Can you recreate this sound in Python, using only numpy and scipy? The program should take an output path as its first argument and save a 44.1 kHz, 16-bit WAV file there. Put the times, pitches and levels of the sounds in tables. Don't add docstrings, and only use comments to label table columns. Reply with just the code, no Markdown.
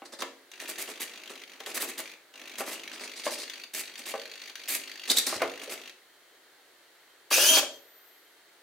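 import sys
import numpy as np
from scipy import signal
from scipy.fft import rfft, irfft
from scipy.io import wavfile
from scipy.ndimage import uniform_filter1d

SR = 44100
rng = np.random.default_rng(int(sys.argv[2]) if len(sys.argv) > 2 else 0)


def dump(signal):
    limited = np.clip(np.atleast_2d(signal).T, -1, 1)
    pcm = np.round(limited * 32767).astype(np.int16)
    wavfile.write(sys.argv[1], SR, pcm)


N = 380141
TIME = np.arange(N) / SR

# frequency in Hz, spectrum level in dB.
AIR_COLOUR = [(30, -29.5), (110, -23), (200, -21), (340, -3), (480, -3.5), (1050, -8), (1600, -3.5),
              (2050, -3.5), (2400, -10), (4400, -7), (4900, -13.5), (15500, -18)]
# frequency in Hz, time to fall 60 dB in seconds.
ROOM_DECAY = [(450, 0.55), (1200, 0.33), (3000, 0.36), (7000, 0.36), (15000, 0.2)]
# frequency in Hz, correlation from 0 to 1.
MIC_LIKENESS = [(300, 1), (1000, 0.6), (2000, 0.65), (4000, .15)]
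# time in seconds, pitch in Hz, level in dB.
WHISTLE_PATH = [(7.71, 12480, -59.5), (7.765, 13550, -59), (7.85, 13100, -59), (7.969, 14020, -56.5),
                (8.09, 13300, -57.5), (8.4, 10700, -74)]
# start in seconds, level in dB.
THUD_TIMES = [(5.36, -50), (5.421, -51.5), (7.513, -45)]
# frequency in Hz, spectrum level in dB.
THUD_COLOUR = [(42, -30.0), (75, -4), (300, -0.5), (1200, -56)]
# start in seconds, level in dB.
CLICK_TIMES = [(0.222, -16.5), (1.776, -19.5), (2.692, -28), (5.419, -14), (7.463, -26)]
# frequency in Hz, spectrum level in dB.
CLICK_COLOUR = [(100, -58), (1200, 19), (15000, -3.0)]
# start in seconds, level in dB, favoured frequency in Hz, hardness in dB.
CHASSIS_BLOWS = [(0.019, -28.5, 285, -16), (.222, -30.5, 316, -4), (.69, -44, 370, -16),
                 (.888, -36, 398, -11), (1.603, -44, 458, -0.5), (1.669, -35, 500, -6),
                 (1.852, -33, 330, -11), (2.605, -29.5, 420, -0.5), (3.264, -24, 564, -3.5),
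                 (4.14, -25, 537, -8.5), (5.325, -32, 380, 0), (5.403, -26, 270, -9),
                 (5.418, -23, 540, -2.5), (5.43, -26, 457, -5), (5.676, -30.5, 474, -24),
                 (7.311, -28, 1750, 0), (7.38, -23.5, 574, -9), (7.508, -15, 268, -25),
                 (7.57, -27, 660, 1.5), (7.626, -32, 600, -4.5)]
# frequency in Hz, level in dB, time to fall 60 dB in seconds.
CHASSIS_MODES = [(271, -8.5, 0.14), (353.8, -7.5, 0.21), (434.7, -1, 0.19), (484, -2.5, 0.14),
                 (562.3, 1, 0.12), (623, 0.5, 0.11), (787, 1.5, 0.081), (1152, -0.5, 0.093),
                 (1320, -6, 0.053), (1770, -15, .08), (2100, -9, 0.046), (2780, -4, 0.072)]
# frequency in Hz, spectrum level in dB.
LOOSE_COLOUR = [(60, -44), (200, -17), (450, -1.5), (1200, -3), (2400, -8.5), (8000, -42)]
# frequency in Hz, spectrum level in dB.
RATTLE_COLOUR = [(25, -78), (60, -44), (130, -26), (195, -15.5), (245, -4), (420, 0.5), (600, -4),
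                 (950, -7), (1400, -6), (2500, -17.5), (8000, -42)]
# start in seconds, length in seconds, first pitch in Hz, last pitch in Hz, level in dB.
SQUEAL_CHIRPS = [(5.095, 0.015, 3465, 4110, -16.5), (5.111, 0.014, 3544, 3850, -21.5),
                 (5.168, 0.0126, 3480, 4290, -16.5), (7.331, 0.029, 5950, 6140, -22)]
# start in seconds, end in seconds, buzz level in dB.
HOLD_STRETCHES = [(0.527, 1.441, -46.5), (1.475, 2.142, -47.5), (2.338, 3.653, -44), (3.746, 4.517, -44.5),
                  (4.573, 5.898, -44)]
# start in seconds, level in dB.
HARD_KICKS = [(0.22, -32.5), (.516, -42.5), (0.6, -35.5), (1.603, -38.5), (1.661, -32.5), (3.498, -34.5),
              (4.555, -34.5), (5.896, -44)]
# frequency in Hz, spectrum level in dB.
TICK_COLOUR = [(300, -30.5), (1300, -12.5), (1800, -3), (2550, -2), (4100, -3), (5450, -11.5), (6100, -5),
               (7500, -16), (15800, -21)]
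# frequency in Hz, spread from tick to tick as a share,
# level at rest in dB, level with the corner lifted in dB.
TICK_RINGS = [(2475, 0.132, -5.5, -6.5), (4486, 0.031, -17, -6.5)]
# start in seconds, length in seconds, gear whir level in dB.
STEER_MOVES = [(0.599, 0.046, -44), (0.677, 0.034, -37), (0.779, 0.046, -36), (0.877, 0.039, -42.5),
               (0.998, 0.041, -36.5), (1.297, 0.019, -43), (1.659, 0.055, -42), (1.74, 0.037, -33.5),
               (1.799, 0.045, -34), (1.878, 0.024, -37), (1.977, 0.026, -35), (2.58, 0.032, -36),
               (2.661, 0.089, -39.5), (3.734, 0.075, -37), (3.976, 0.026, -43.5), (4.057, 0.058, -39.5),
               (4.68, 0.086, -32.5), (5.617, 0.025, -42.5), (5.695, 0.044, -38)]
# start in seconds, length in seconds, gear whir level in dB.
LIFT_MOVES = [(0.05, 0.012, -45.5), (0.121, 0.02, -42.5), (0.187, 0.03, -42), (2.926, 0.023, -42.5),
              (3.001, 0.058, -43), (3.158, 0.046, -43.5), (3.238, 0.048, -38), (3.303, 0.046, -36.5),
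              (3.377, 0.056, -40), (5.076, 0.027, -36), (5.1, 0.018, -26), (5.163, 0.026, -24),
              (5.263, 0.025, -30), (5.292, 0.075, -39)]
# frequency in Hz, spectrum level in dB.
STEER_COLOUR = [(600, -41), (1200, -19), (1850, 2), (3800, -1.5), (5300, -4), (8600, -0.5), (11800, -4),
                (13200, -1), (15800, -11)]
# frequency in Hz, spectrum level in dB.
LIFT_COLOUR = [(600, -41), (1200, -17), (1850, -2), (2900, -7.5), (4100, 2.5), (5600, -2), (7000, -4.5),
               (9300, -3), (11500, -12), (14000, -11), (15800, -24)]
# time in seconds, gear mesh pitch in Hz.
RUN_MESH = [(7.31, 1605), (7.324, 1671), (7.356, 2376), (7.378, 2698), (7.398, 2796), (7.52, 3229),
            (7.575, 3197)]
# multiple of the shaft speed, level in dB.
SHAFT_TONES = [(2, -12), (3, -17), (19, -10), (20, -14), (21, -12), (30, -14)]
# centre in Hz, width in Hz, boost in dB.
SHELL_RESONANCES = [(3140, 45, 12), (6000, 150, 0), (6500, 160, 2), (9300, 450, 5)]
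# frequency in Hz, spectrum level in dB.
GRIND_COLOUR = [(100, -62), (600, -31), (1100, -9), (1650, 2.5), (2030, -9), (2600, 5.5), (4100, -0.5),
                (4650, 4.5), (5100, 1.5), (6150, 3), (7000, -1.5), (12500, -2.5), (15800, -9)]

AIR_DB, EDGE_HZ = -59, 15900
FRAME_HZ, FRAME_START_S, PINION_TEETH = 50, .0155, 10
USUAL_WHIR_DB, RATTLE_DB, RATTLE_SLOPE = -39, -45, 0.63
LIFTED_FROM_S, LIFTED_TO_S, LIFTED_DB = 3.1, 5.06, -5.5
LOAD_S, SLACK_DB, RELAX_DB_PER_S = 0.078, -3.5, -1
RUN_FROM_S, RUN_TO_S, RUN_ATTACK_S, RUN_OUT_S = 7.303, 7.594, 0.012, 0.0074
RUN_WHIR_DB, RUN_WHINE_DB = -22, -24.5
UNLOAD_FROM_S, UNLOAD_DB_PER_S = 7.54, -110


def gain_of(db):
    return 10 ** (np.asarray(db) / 20)


def evened(x):
    return x / np.sqrt(np.mean(x ** 2) + 1e-20)


def read(points, hz):
    f, value = np.transpose(points)
    return np.interp(np.log(hz + 1), np.log(f + 1), value)


def add(mix, s, sound):
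    part = mix[max(round(s * SR), 0):][:len(sound)]
    part += sound[:len(part)]


def wander(hz, size):
    knots = rng.standard_normal(size)
    return evened(np.interp(np.arange(size) * hz / SR, np.arange(size), knots))


def coloured(x, points, size=2048):
    log_gain = np.log(gain_of(read(points, abs(np.fft.fftfreq(size, 1 / SR)))))
    minimum_phase = np.exp(np.conj(signal.hilbert(log_gain)))
    ring = np.fft.ifft(minimum_phase).real[:size // 2]
    return signal.oaconvolve(x, ring / np.linalg.norm(ring))[:len(x)]


def patchy(x, depth_db):
    z = signal.stft(x)[2]
    patches = uniform_filter1d(rng.standard_normal(z.shape), size=4, axis=0)
    patches = uniform_filter1d(patches, size=10, axis=1)
    return signal.istft(z * evened(gain_of(depth_db * evened(patches))))[1][:len(x)]


def pair(size):
    hz, t, (mid, side) = signal.stft(rng.standard_normal((2, size)), SR, nperseg=512)
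    alike = np.clip(read(MIC_LIKENESS, hz), -1, 1)[:, None]
    mid = mid * np.sqrt((1 + alike) / 2)
    side = side * np.sqrt((1 - alike) / 2)
    return hz, t, np.array([mid + side, mid - side])


def room(x, side_db, tail_db, early_s=0.0024):
    hz, t, z = pair(SR // 2)
    fall = gain_of(-60 * t / read(ROOM_DECAY, hz)[:, None])
    tail = signal.istft(z * fall, SR, nperseg=512)[1]
    t = np.arange(tail.shape[1]) / SR
    tail = tail * (1 - np.exp(-t / 0.00045))
    scatter = rfft(rng.standard_normal(len(t)) * np.exp(-t / early_s))
    alike = np.clip(read(MIC_LIKENESS, np.fft.rfftfreq(len(t), 1 / SR)), 0, 1)
    side = irfft(scatter / abs(scatter) * np.sqrt((1 - alike) / (1 + alike))) * (t < t[-1] / 2)
    echoes = gain_of(side_db) * np.array([side, -side]) + gain_of(tail_db) * tail / np.linalg.norm(tail[0])
    return gain_of(-2.5) * (x + signal.fftconvolve(x[None], echoes, axes=1)[:, :N])


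def air(line_hz=3140, line_db=-77):
    hush = signal.istft(pair(N)[2], SR, nperseg=512)[1][:, :N]
    hush = evened(np.array([coloured(side, AIR_COLOUR, size=8192) for side in hush]))
    line = gain_of(line_db) * wander(39, N) * np.sqrt(2) * np.sin(2 * np.pi * line_hz * TIME)
    return gain_of(AIR_DB) * hush + line


def whistle():
    s, hz, db = np.transpose(WHISTLE_PATH)
    turns = np.cumsum(np.interp(TIME, s, hz) * (1 + 0.0079 * wander(150, N))) / SR
    sounding = (TIME > s[0]) & (TIME < s[-1])
    return gain_of(np.interp(TIME, s, db)) * sounding * np.sin(2 * np.pi * turns)


def thuds(decay_s=0.0315):
    t, out = np.arange(SR // 3) / SR, np.zeros(N)
    for s, db in THUD_TIMES:
        add(out, s, gain_of(db) * rng.standard_normal(len(t)) * np.exp(-t / decay_s))
    return coloured(out, THUD_COLOUR)


def clicks(decay_s=0.0044):
    t, out = np.arange(SR // 50) / SR, np.zeros(N)
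    for s, db in CLICK_TIMES:
        add(out, s, gain_of(db - 7.5) * rng.standard_normal(len(t)) * np.exp(-t / decay_s))
    return coloured(out, CLICK_COLOUR)


def teeth(per_s, spread_db):
    size = gain_of(spread_db * np.minimum(rng.exponential(1, N), 4))
    return evened(size * rng.choice([-1., 1.], N) * (rng.random(N) < per_s / SR))


def knocks(bounce_s=0.00894, bounce_db=-7, scatter_db=1.5, loose_db=2, settle_s=0.015,
           favour_octaves=0.31, contact_s=0.00036):
    hz, db, t60 = np.transpose(CHASSIS_MODES)[:, :, None]
    t, (out, shake) = np.arange(SR // 3) / SR, np.zeros((2, N))
    push = 1 - np.exp(-t / contact_s)
    for s, blow_db, favoured_hz, hard_db in CHASSIS_BLOWS:
        add(shake, s, gain_of(blow_db + hard_db + loose_db) * push * np.exp(-t / settle_s))
        share = gain_of(hard_db) + np.exp(-(np.log2(hz / favoured_hz) / favour_octaves) ** 2)
        bounce_lag = bounce_s * rng.uniform(0.697, 1.268)
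        for lag, drop_db in ((0, 0), (bounce_lag, bounce_db)):
            weight, detune = rng.standard_normal((2, len(hz), 1))
            fall = gain_of(db + scatter_db * weight - 60 * t / t60)
            modes = share * fall * np.sin(2 * np.pi * hz * (1 + 0.0069 * detune) * t)
            ringing = (modes * rng.choice([-1, 1], hz.shape)).sum(0)
            add(out, s + lag, gain_of(blow_db + drop_db - 6.0) * push * ringing)
    radiated = signal.sosfilt(signal.butter(4, 230, "high", fs=SR, output="sos"), out)
    return radiated + coloured(shake * teeth(2500, 0.6), LOOSE_COLOUR)


def squeals(rough=0.056):
    out = np.zeros(N)
    for s, length, first_hz, last_hz, db in SQUEAL_CHIRPS:
        size = int(length * SR)
        hz = np.linspace(first_hz, last_hz, size) * (1 + rough * wander(2430, size))
        angle = 2 * np.pi * np.cumsum(hz) / SR
        tone = evened(np.sin(angle) + 0.43 * np.sin(2 * angle))
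        add(out, s, gain_of(db) * np.hanning(size) * tone)
    return out


def lifted(s):
    return (LIFTED_FROM_S < s) & (s < LIFTED_TO_S)


def effort():
    out = np.zeros(N)
    for start, end, db in HOLD_STRETCHES:
        t = np.arange(0, end - start, 1 / SR)
        add(out, start, gain_of(db + SLACK_DB * np.exp(-t / LOAD_S) + RELAX_DB_PER_S * t))
    return uniform_filter1d(out, size=256)


def trembling(shake_db=-9, lifted_db=-5):
    shake = gain_of(shake_db + lifted_db * lifted(TIME)) * effort()
    return coloured(shake * teeth(900, 3.5), RATTLE_COLOUR)


def holding(kick_s=0.0046, second_db=-2, uneven_db=4.5, tick_db=-2, ring_rise_s=0.00053, decay_s=0.0016):
    starts = np.arange(FRAME_START_S, N / SR, 1 / FRAME_HZ)
    hz, spread, rest_db, lifted_db = np.transpose(TICK_RINGS)[:, :, None]
    t, (ticks, rings) = np.arange(SR // 70) / SR, np.zeros((2, N))
    kick_shape = np.exp(-t / kick_s) * (1 - np.exp(-t / 0.00039))
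    ring_shape = np.exp(-t / decay_s) * (1 - np.exp(-t / ring_rise_s))
    for lag, db in ((0, 0), (.0028, second_db)):
        for s, (late, strength) in zip(starts, rng.standard_normal((len(starts), 2))):
            at = s + lag + .0005 * late
            size = gain_of(db + uneven_db * np.clip(strength, -2, 1))
            add(ticks, at, size * evened(rng.standard_normal(len(t)) * kick_shape))
            ring_hz = hz * (1 + spread * rng.standard_normal(hz.shape))
            modes = np.sin(2 * np.pi * ring_hz * t) * ring_shape
            level = gain_of(lifted_db if lifted(s) else rest_db)
            add(rings, at, size * (level * modes / modes.std(1, keepdims=True)).sum(0))
    strain = effort() / ticks.std()
    ticks = ticks * strain * gain_of(tick_db)
    for s, db in HARD_KICKS:
        add(ticks, s, gain_of(db + 4) * rng.standard_normal(len(t)) * np.exp(-t / 0.0053))
    return coloured(ticks, TICK_COLOUR) + rings * strain


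def moving(moves, colour, spin_up_s=0.0028, coast_s=0.0089, whine_db=-9, lumpy_db=3.0,
           soft_hz=10000, hard_db=-37):
    whir, shake, whine = np.zeros((3, N))
    for (s, length, whir_db), (pitch, phase) in zip(moves, rng.random((len(moves), 2))):
        rattle_db = RATTLE_DB + RATTLE_SLOPE * (whir_db - USUAL_WHIR_DB) + LIFTED_DB * lifted(s)
        t = np.arange(0, length + 0.1, 1 / SR)
        speed = (1 - np.exp(-t / spin_up_s)) * np.exp(-np.maximum(t - length, 0) / coast_s)
        mesh_hz = (2300 + 600 * pitch) * (1 - .45 * np.exp(-t / .025))
        turns = np.cumsum(mesh_hz * (1 + 0.032 * wander(899, len(t)))) / SR
        tone = evened(sum(np.cos(2 * np.pi * k * (turns + phase)) for k in range(1, 6)))
        add(whir, s, gain_of(whir_db) * speed)
        add(whine, s, gain_of(whir_db + whine_db) * speed * tone)
        add(shake, s, gain_of(rattle_db) * speed)
    strikes = whir * teeth(9000, 1.44) * gain_of(lumpy_db * wander(350, N))
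    gears = coloured(strikes + whine, colour)
    dull = signal.sosfiltfilt(signal.butter(2, soft_hz, fs=SR, output="sos"), gears)
    gears = dull + (gears - dull) * np.minimum(whir / gain_of(hard_db), 2)
    return gears + coloured(gain_of(1.5) * shake * teeth(900, 4.0), RATTLE_COLOUR)


def shell(hz):
    return 1 + sum(gain_of(db) / (1 + (2 * (hz - centre) / width) ** 2)
                   for centre, width, db in SHELL_RESONANCES)


def lowering(flutter=.006, rattle_db=-16, patchy_db=3.0, lumpy_db=1.0):
    t = np.maximum(TIME - RUN_FROM_S, 0)
    mesh_hz = np.interp(TIME, *np.transpose(RUN_MESH))
    running = (1 - np.exp(-t / RUN_ATTACK_S)) * np.exp(-np.maximum(TIME - RUN_TO_S, 0) / RUN_OUT_S)
    load = gain_of(UNLOAD_DB_PER_S * np.maximum(TIME - UNLOAD_FROM_S, 0))
    shaft_hz = mesh_hz / PINION_TEETH
    shaft = 2 * np.pi * np.cumsum(shaft_hz * (1 + flutter * wander(700, N))) / SR
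    wobble = 1 + 0.13 * np.cos(shaft)
    whine = shell(mesh_hz) * gain_of(RUN_WHINE_DB + 2.3 * wander(300, N)) * np.sin(PINION_TEETH * shaft)
    tones = np.zeros(N)
    for multiple, db in SHAFT_TONES:
        k = round(multiple)
        tones += shell(k * shaft_hz) * gain_of(db + 4.1 * wander(200, N)) * np.sin(k * shaft)
    speed = mesh_hz / mesh_hz.max()
    note = whine * wobble * speed ** 2 + tones * gain_of(RUN_WHIR_DB) * speed ** 3
    grind_level = gain_of(RUN_WHIR_DB + 1.5 + lumpy_db * wander(110, N))
    grind = coloured(grind_level * running * wobble * teeth(12000, 2.0), GRIND_COLOUR)
    rattle = coloured(gain_of(RUN_WHIR_DB + rattle_db) * running * teeth(320, 3.2), RATTLE_COLOUR)
    return note * load * running + patchy(grind, patchy_db) + rattle


def scene():
    body = room(knocks() + thuds(), side_db=-13.0, tail_db=-7.5)
    buzz = room(holding(), side_db=-4.5, tail_db=-4.5)
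    moves = moving(STEER_MOVES, STEER_COLOUR) + moving(LIFT_MOVES, LIFT_COLOUR)
    action = room(moves + trembling() + squeals() + clicks(), side_db=-4.0, tail_db=-5.0)
    run = room(lowering() + whistle(), side_db=-5.0, tail_db=-5.0)
    return air() + body + (buzz + action + run) * gain_of([[.7], [-.7]])


def record(dry):
    low_pass = signal.firwin(511, EDGE_HZ, window=("kaiser", 9), fs=SR)
    return signal.oaconvolve(dry, low_pass[None], "same")


dry = scene()
out = record(dry)
dump(out)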